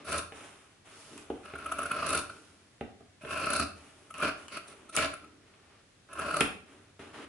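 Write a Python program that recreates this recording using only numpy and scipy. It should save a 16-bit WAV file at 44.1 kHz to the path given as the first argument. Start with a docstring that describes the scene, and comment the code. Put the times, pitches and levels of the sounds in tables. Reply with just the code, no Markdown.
"""Cloth slides briefly over a table, then large tailor's scissors bite into it, in a small room.
In each slow stroke fibres snap between the edges, and the blades hiss, chatter and drum on the top.
Scissors and hands knock on the table, and some strokes end in a clack of steel on steel.
Between cuts the scissors are set down and the cloth is slid round by hand."""
import sys
import numpy as np
from scipy import signal
from scipy.fft import rfft, irfft
from scipy.io import wavfile
from scipy.ndimage import uniform_filter1d

SR = 44100
rng = np.random.default_rng(int(sys.argv[2]) if len(sys.argv) > 2 else 0)


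def log_audio(samples):
    """Write samples as a 16-bit WAV file to the path given in sys.argv[1]."""
    # one column per channel
    frames = np.atleast_2d(samples).T
    # limit to full scale, then quantise
    limited = np.clip(frames, -1, 1)
    pcm = np.round(limited * 32767).astype(np.int16)
    wavfile.write(sys.argv[1], SR, pcm)


N = 321048
TIME_S = np.arange(N) / SR


def gain_of(db):
    """Decibels to gain."""
    return 10 ** (np.asarray(db) / 20)


def unit_rms(x):
    """Scales to rms 1."""
    return x / np.sqrt(np.mean(x ** 2) + 1e-20)


def lookup(table, hz):
    """Interpolates a table on a log-frequency axis."""
    table_hz, value = np.transpose(table)
    return np.interp(np.log(hz + 1), np.log(table_hz + 1), value)


def colour(x, spectrum, size=4096):
    """Minimum-phase filter of unit energy with this spectrum."""
    log_gain = np.log(gain_of(lookup(spectrum, abs(np.fft.fftfreq(size, 1 / SR)))))
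    taps = np.fft.ifft(np.exp(np.conj(signal.hilbert(log_gain)))).real[:size // 2]
    return signal.oaconvolve(x, taps[None] / np.linalg.norm(taps), axes=1)[:, :N]


def resonate(x, hz, width_hz):
    """Two equal resonators in series; hz may vary over time."""
    turn = np.exp(2j * np.pi * np.cumsum(hz * np.ones(N)) / SR)
    pole = np.exp(-np.pi * width_hz / SR)
    for _ in range(2):
        x = (turn * signal.lfilter([np.sqrt(2 * (1 - pole ** 2))], [1, -pole], x / turn + 1e-18)).real
    return x


def noise():
    """White noise, mid and side."""
    return rng.standard_normal((2, N))


def mid_side(tone, side_db):
    """Complex tone to mid and side, a quarter cycle apart."""
    return np.array([tone.imag, gain_of(side_db) * tone.real])


def gate(start_s, rise_s, end_s, release_s):
    """Linear rise, hold, linear release."""
    return np.clip((TIME_S - start_s) / rise_s, 0, 1) * np.clip((end_s - TIME_S) / release_s + .5, 0, 1)


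def blows(times_s, levels_db, decay_s):
    """Envelope of sudden blows with exponential decay."""
    impulses = np.zeros(N)
    impulses[np.round(times_s * SR).astype(int)] = gain_of(levels_db)
    return signal.lfilter([1], [1, -np.exp(-1 / (decay_s * SR))], impulses + 1e-15)


def bursts(times_s, levels_db, spectrum, decay_s):
    """One burst of coloured noise per blow."""
    return colour(np.sign(noise()) * blows(times_s, levels_db, decay_s), spectrum)


def crackle(per_s, spread_db, friction):
    """Tiny snaps of uneven size over smooth friction noise."""
    sizes = gain_of(spread_db * np.minimum(rng.exponential(1, N), 3.5))
    snaps = sizes * (rng.random(N) < per_s / SR) * np.sign(noise())
    return unit_rms(unit_rms(snaps) + friction * noise())


def weave(per_s, depth_db):
    """The cloth's resistance varies from thread to thread."""
    threads = rng.standard_normal(4000)
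    return unit_rms(gain_of(depth_db * np.interp(TIME_S * per_s, np.arange(len(threads)), threads)))


# pushes: (start [s], rise [s], end [s], change by the end [dB], scuff [dB], rub [dB], swish [dB])
PUSHES = [(0.0, 0.0021, 0.06, -13, -52, -52, -69), (0.31, 0.081, 0.79, -28, -58, -45.5, -51),
          (0.844, 0.013, 1.48, -6.5, -71, -57, -63.5), (0.88, .12, 1.23, -8, -75, -80, -60.5),
          (1.105, .025, 1.264, -19.5, -47.5, -68, -72), (2.295, .015, 2.92, -25, -61.5, -59.5, -61),
          (3.75, 0.021, 4.11, -8, -63.5, -59, -63), (4.36, .03, 4.47, -7.5, -59, -53.5, -58.5),
          (4.601, 0.065, 4.9, -4.5, -59.5, -59.5, -67), (5.21, 0.014, 5.5, -15.5, -57.5, -64, -86),
          (5.42, 0.054, 5.81, 1.5, -80, -68, -85), (5.815, 0.012, 5.67, -4, -59, -77, -92),
          (6.639, 0.079, 6.91, -15.5, -56.5, -56, -65), (6.99, 0.0053, 7.26, -19, -52, -50.5, -63.5),
          (7.128, .015, 7.25, 1.5, -55.5, -51.5, -66)]
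# heel of the hand, cloth rub, cloth swish: (frequency [Hz], level [dB])
SCUFF_SPECTRUM = [(50, -33), (85, 8.5), (140, -10), (215, 2), (310, 7.5), (430, 4), (560, -14), (900, -40),
                  (2500, -39)]
RUB_SPECTRUM = [(60, -30), (90, -35), (150, 0), (450, 6.5), (620, 6.5), (950, 4), (1340, 6.5), (1650, 2.5),
                (2500, 1), (3400, -6), (5000, -5.5), (11000, -35)]
SWISH_SPECTRUM = [(1470, -69.5), (2500, -5.5), (4760, 6), (7770, -2.5), (9300, 1.5), (10500, 1.5),
                  (11000, -2), (14300, -23), (22000, -120)]
def sliding(stop_s=0.0094):
    """Hand and cloth drag over the table, fading as they slow: low scuff, grainy rub, fine swish."""
    gains = np.zeros((3, N))
    for start_s, rise_s, end_s, change_db, *levels_db in PUSHES:
        progress = np.clip((TIME_S - start_s) / (end_s - start_s), 0, 1)
        envelope = gate(start_s, rise_s, end_s, stop_s) * gain_of(change_db * progress)
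        gains += gain_of(levels_db)[:, None] * envelope
    scuff, rub, swish = gains
    drag = weave(per_s=110, depth_db=.8) * crackle(per_s=3500, spread_db=2, friction=.9)
    hand = colour(noise() * scuff, SCUFF_SPECTRUM)
    return hand + colour(drag * rub, RUB_SPECTRUM) + colour(drag * swish, SWISH_SPECTRUM)


# blade strokes: cuts, short snips and a faint hiss of the blades re-opening
# (start [s], bite [s], end [s], start closure [0-1], end closure [0-1],
# force [dB], rasp [dB], whine [dB], hiss [dB])
BLADE_STROKES = [(0.043, 0.034, 0.2, 0.68, 0.86, -38.5, -42, -44, -45.5),
                 (1.431, .63, 2.198, 0.0, 0.9, -38.5, -40.5, -41.5, -53.5),
                 (3.208, .1, 3.64, .2, 0.89, -40, -46, -34, -50),
                 (4.139, .09, 4.3, 0, 0.64, -36, -37.5, -33, -51),
                 (4.499, 0.025, 4.585, 0.7, 0.66, -47.5, -43.5, -46, -55),
                 (4.67, 0.0089, 4.74, 0.94, 0.88, -59.5, -59, -80, -66.5),
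                 (4.923, 0.053, 5.064, 0.94, 0.8, -37.5, -34, -52, -49),
                 (6.085, 0.099, 6.43, 0.07, 0.92, -39.5, -51, -41, -57.5)]
# blade body, blade drumming on the table, cloth rasp: (frequency [Hz], level [dB])
BLADE_SPECTRUM = [(700, -49), (880, -28.5), (1020, -6), (1130, -6.5), (1230, -13), (1335, 2.5),
                  (1470, -8.5), (1660, -8.5), (1900, -28.5), (3000, -76)]
DRUM_SPECTRUM = [(30, -39.5), (66, -9.5), (84, 8.5), (103, -8), (130, -14), (160, -6.5), (300, -3),
                 (500, -5.5), (610, 2), (740, -4), (850, -16.5), (1200, -28)]
RASP_SPECTRUM = [(1200, -22), (1900, -5.5), (2250, 0.5), (2700, 0), (3200, -9.5), (4400, -11.5),
                 (6000, -17), (10000, -36.5)]
def cutting(lean_db=5, tips_db=11.5):
    """Snapping fibres shake blades and table while the edges scrape past each other."""
    force_db, rasp_db, whine_db, hiss_db = np.transpose(BLADE_STROKES)[5:]
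    shut = closure()
    snaps = weave(per_s=150, depth_db=2.5) * crackle(per_s=2200, spread_db=3, friction=.55)
    scrape = weave(per_s=130, depth_db=4.5) * crackle(per_s=4500, spread_db=4.5, friction=1)
    force = snaps * pressure(force_db)
    # the lower blade leans harder on the table as the scissors shut
    drum = gain_of(-5.5) * colour(force * gain_of(lean_db * shut), DRUM_SPECTRUM)
    rasp = pressure(rasp_db) * gain_of(-3.5) * colour(snaps, RASP_SPECTRUM)
    whine = pressure(whine_db) * blade_whine(snaps)
    at_tips = np.clip((shut - .9) / .065 + .5, 0, 1)  # here the edges press together
    hiss = edge_hiss(scrape * pressure(hiss_db) * gain_of(tips_db * at_tips))
    return colour(force, BLADE_SPECTRUM) + drum + (rasp + whine) * gain_of(1.5 * shut - 3) + hiss


def closure():
    """Blade position over time: 0 open, 1 shut."""
    strokes = np.array(BLADE_STROKES)
    return np.clip(np.interp(TIME_S, strokes[:, [0, 2]].ravel(), strokes[:, 3:5].ravel()), 0, 1)


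def pressure(levels_db, touch_s=0.004, bite_db=16.5, release_s=0.0071):
    """Envelope of all strokes: the edges touch, the pressure builds, holds and is let go."""
    gain = np.zeros(N)
    for (start_s, bite_s, end_s, *_), db in zip(BLADE_STROKES, levels_db):
        bite_left = np.clip(1 - (TIME_S - start_s) / bite_s, 0, 1)
        gain += gate(start_s, touch_s, end_s, release_s) * gain_of(db - bite_db * bite_left ** .62)
    return gain


# upper blade modes: (frequency [Hz], width [Hz], level [dB], closure exponent [-])
BLADE_MODES = [(2556, 510, -10, 0.032), (4270, 1140, -3, 3.2)]
def blade_whine(snaps):
    """Each mode picks a narrow band out of the snaps and grows as the blades overlap."""
    shut = closure()
    return sum(gain_of(db) * shut ** exponent * unit_rms(resonate(snaps, hz, width_hz))
               for hz, width_hz, db, exponent in BLADE_MODES)


# edge scraping on edge: (frequency [Hz], level [dB])
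EDGE_SPECTRUM = [(2500, -32.5), (3600, 5.5), (4600, -4.5), (5800, 3), (7300, -3.5), (8700, 4), (10000, 0.5),
                 (11200, 0)]
def edge_hiss(scrape, open_hz=10450, fall_hz=1300):
    """The edges hiss and sing; their note falls as the crossing point runs out to the tips."""
    song = resonate(scrape, open_hz - fall_hz * closure() ** 4, width_hz=1000)
    return gain_of(-15) * song + gain_of(-2) * colour(scrape, EDGE_SPECTRUM)


# a blade catches on a tough thread and slips through: (time [s], chatter [dB], hiss [dB])
THREAD_SLIPS = [(0.1226, -26, -35), (.142, -22, -46), (.178, -32, -34), (1.45, -41, -56), (1.554, -30, -54),
                (1.586, -30.5, -56), (1.6595, -23.5, -44.5), (1.717, -20, -37.5), (1.7852, -21.5, -41),
                (1.815, -23, -48), (1.829, -24.5, -40), (1.857, -26.5, -40.5), (1.9115, -18, -41.5),
                (1.962, -24.5, -54), (1.986, -24.5, -56), (2.0235, -20, -48), (2.062, -34, -38.5),
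                (2.0855, -27, -34), (2.1007, -24, -34), (2.127, -22.5, -32), (2.146, -17, -31.5),
                (2.172, -24, -32), (2.188, -37, -37), (2.2957, -30.5, -56), (3.306, -26.5, -54),
                (3.371, -25.5, -49), (3.468, -20, -54), (3.502, -22, -37.5), (3.531, -21, -33),
                (3.56, -21.5, -33), (3.595, -18, -31), (4.105, -34.5, -53), (4.178, -37, -49),
                (4.1988, -27, -45), (4.223, -19, -43), (4.2424, -19.5, -49), (4.568, -29, -47),
                (4.893, -38.5, -48.5), (4.95, -27.5, -35), (4.9857, -19, -54), (5.134, -29.5, -48),
                (5.239, -41.5, -68), (6.129, -34.5, -49), (6.19, -22.5, -40.5), (6.26, -26.5, -56),
                (6.307, -20.5, -48), (6.34, -18, -43.5), (6.365, -20, -37), (6.398, -20, -39)]
def slips(note_hz=1332, spread=.022, wander=.0558, peak_s=0.005, width_s=0.0037):
    """Stick-slip swells a blade's bending note for a few cycles, with a spurt of torn fibres."""
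    envelopes, detune = np.zeros((2, N)), np.zeros(N)
    for time_s, *levels_db in THREAD_SLIPS:
        span = slice(round((time_s - .02) * SR), round((time_s + .04) * SR))
        pulse = np.exp(-.5 * ((TIME_S[span] - time_s - peak_s) / width_s) ** 2)
        envelopes[:, span] += gain_of(levels_db)[:, None] * pulse
        detune[round(time_s * SR):] = spread * rng.standard_normal()
    swell, spurt = envelopes
    drift = unit_rms(uniform_filter1d(rng.standard_normal(N), size=90))
    pitch_hz = note_hz * (1 + detune + wander * drift)
    note = swell * np.exp(2j * np.pi * np.cumsum(pitch_hz) / SR)
    chatter = gain_of(-5) * mid_side(note, side_db=-7)
    fibres = crackle(per_s=3500, spread_db=9, friction=1)
    drum = gain_of(-19) * colour(swell * fibres, DRUM_SPECTRUM)
    rasp = gain_of(-24.5) * colour(swell * fibres, RASP_SPECTRUM)
    whine = gain_of(-21) * swell * blade_whine(fibres)
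    return chatter + drum + rasp + whine + edge_hiss(spurt * fibres)


# scissors and hands bump the table: (time [s], ring [dB], thud [dB], rap [dB])
BUMPS = [(0.322, -36.5, -42, -42.5), (1.3018, -22, -32.5, -44.5), (1.357, -39, -46, -61.5),
         (1.537, -36.5, -37.5, -43), (2.8097, -25, -30, -40), (3.005, -56, -45, -65),
         (3.235, -44, -39.5, -66), (3.249, -33, -35.5, -40.5), (3.597, -38, -25, -45),
         (4.245, -33, -33.5, -54), (4.973, -27.5, -26, -19.5), (6.409, -17.5, -23, -26),
         (6.993, -52, -44, -54)]
# table top modes: (frequency [Hz], level [dB], t60 [s])
TOP_MODES = [(196, -29, .06), (303, -14, .04), (439, -2, 0.033), (571, -13.5, 0.04), (750, -4.5, 0.028),
             (825, -16, 0.018)]
# table thud, pivot rap: (frequency [Hz], level [dB])
THUD_SPECTRUM = [(30, -50.5), (60, -6), (85, 9), (120, -3), (170, -1.5), (240, 5), (300, -0.5), (430, 2.5),
                 (510, -19), (650, 0.5), (800, -4.5), (950, -29), (1300, -7.5), (2600, -43)]
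RAP_SPECTRUM = [(600, -21.5), (1300, -0.5), (1900, 2.5), (2550, 3), (3000, -0.5), (3600, -4), (4500, -23),
                (9000, -36)]
def knocks(contact_s=0.00032):
    """The table top rings briefly and thuds; the loose pivot adds a rap."""
    times_s, ring_db, thud_db, rap_db = np.transpose(BUMPS)
    t = TIME_S[:SR // 4]
    top = sum((-1) ** k * gain_of(db) * np.exp((2j * np.pi * hz - np.log(1000) / t60_s) * t)
              for k, (hz, db, t60_s) in enumerate(TOP_MODES))
    top *= 1 - np.exp(-t / contact_s)  # padded contact builds gradually
    ring = signal.oaconvolve(blows(times_s, ring_db, decay_s=.1 / SR), top)[:N]
    thud = bursts(times_s, thud_db, THUD_SPECTRUM, decay_s=.0051)
    rap = bursts(times_s, rap_db, RAP_SPECTRUM, decay_s=.0032)
    return mid_side(ring, side_db=-11) + thud + rap


# blade contacts, from light ticks to clacking shut: (time [s], ring [dB], click [dB])
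CONTACTS = [(1.1778, -44.5, -39.5), (3.5966, -54, -31), (4.1407, -44.5, -43.5), (4.482, -41, -40),
            (4.965, -26, -15.5), (5.538, -56, -74), (6.4074, -16, -17.5)]
# steel ring, treble click: (frequency [Hz], level [dB])
STEEL_SPECTRUM = [(500, -41), (900, 1.5), (1300, 10), (1750, 2.5), (2100, 1.5), (2600, 9.5), (3200, 1.5),
                  (4000, -10.5), (7000, -40), (11000, -28)]
CLICK_SPECTRUM = [(2500, -18), (5000, 8.5), (7500, 10), (9000, 14), (11000, 12)]
def clacks():
    """Steel hits steel: a brief click and a ring that the hand damps at once."""
    times_s, ring_db, click_db = np.transpose(CONTACTS)
    ring = bursts(times_s, ring_db, STEEL_SPECTRUM, decay_s=.0045)
    return ring + bursts(times_s, click_db, CLICK_SPECTRUM, decay_s=.002)


# room decay: (frequency [Hz], t60 [s])
ROOM_T60 = [(80, 0.53), (300, 0.46), (1300, 0.41), (3000, 0.41), (10000, 0.33)]
def room(x, gap_s=0.0029, slot_samples=20):
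    """Sparse reflections of random sign, each band dying at its own rate."""
    slots = np.arange(0, SR - slot_samples, slot_samples)
    arrivals = slots + rng.integers(0, slot_samples, (2, len(slots)))
    taps = np.zeros((2, SR))
    np.put_along_axis(taps, arrivals, rng.choice([-1., 1.], arrivals.shape), 1)
    hz, t, bands = signal.stft(taps * (TIME_S[:SR] > gap_s), SR, nperseg=256)
    decay = gain_of(-60 * t / lookup(ROOM_T60, hz)[:, None])
    tail = signal.istft(bands * decay, SR, nperseg=256)[1]
    return signal.fftconvolve(x, tail / np.linalg.norm(tail[0]), axes=1)[:, :N]


# room air: (frequency [Hz], level [dB])
AIR_SPECTRUM = [(15, -47), (25, -21), (54, -19.5), (92, -5.5), (141, -13), (381, -17), (778, -24.5),
                (907, -28), (979, -26), (1510, -23.5), (2000, -24.5), (3970, -30), (11000, -35.5),
                (14300, -73), (22000, -120)]
def air():
    """Faint, steady, mostly low noise of the room."""
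    return gain_of(-64) * colour(noise(), AIR_SPECTRUM)


def left_right(x, width):
    """Mid and side to left and right, with a side gain per band."""
    side = irfft(rfft(x[1]) * gain_of(lookup(width, np.fft.rfftfreq(N, 1 / SR))), N)
    return np.array([x[0] + side, x[0] - side])


# stereo width, direct and ambient: (frequency [Hz], side gain [dB])
DIRECT_WIDTH = [(60, -33), (190, -28), (350, -20), (620, -14), (1200, -7.5), (2200, -9.5), (3600, -0.5),
                (6450, -1), (11600, -5)]
AMBIENT_WIDTH = [(40, -17), (80, -22), (130, -12.5), (350, -6.5), (620, -2.5), (1200, -1.5), (2200, -4),
                 (3600, 1.5), (11000, -1.5)]
def scene(bounce_s=.0062):
    """The sources on the table sound near the middle; the room and its air are wider."""
    cloth = cutting() + slips() + sliding()
    bumps, steel = knocks(), clacks()
    send = gain_of(-5.5) * cloth + gain_of(-2.5) * bumps + gain_of(-3) * steel
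    # first reflection off a nearby surface
    bounce = gain_of(-15.5) * np.pad(send, ((0, 0), (round(bounce_s * SR), 0)))[:, :N]
    ambient = room(send) + bounce + air()
    return left_right(cloth + bumps + steel, DIRECT_WIDTH) + left_right(ambient, AMBIENT_WIDTH)


def record(dry):
    """Steep low-pass at 11.2 kHz."""
    lowpass = signal.firwin(511, 11200, window=("kaiser", 9), fs=SR)
    return signal.oaconvolve(dry, lowpass[None], "same")


dry = scene()
out = record(dry)
log_audio(out)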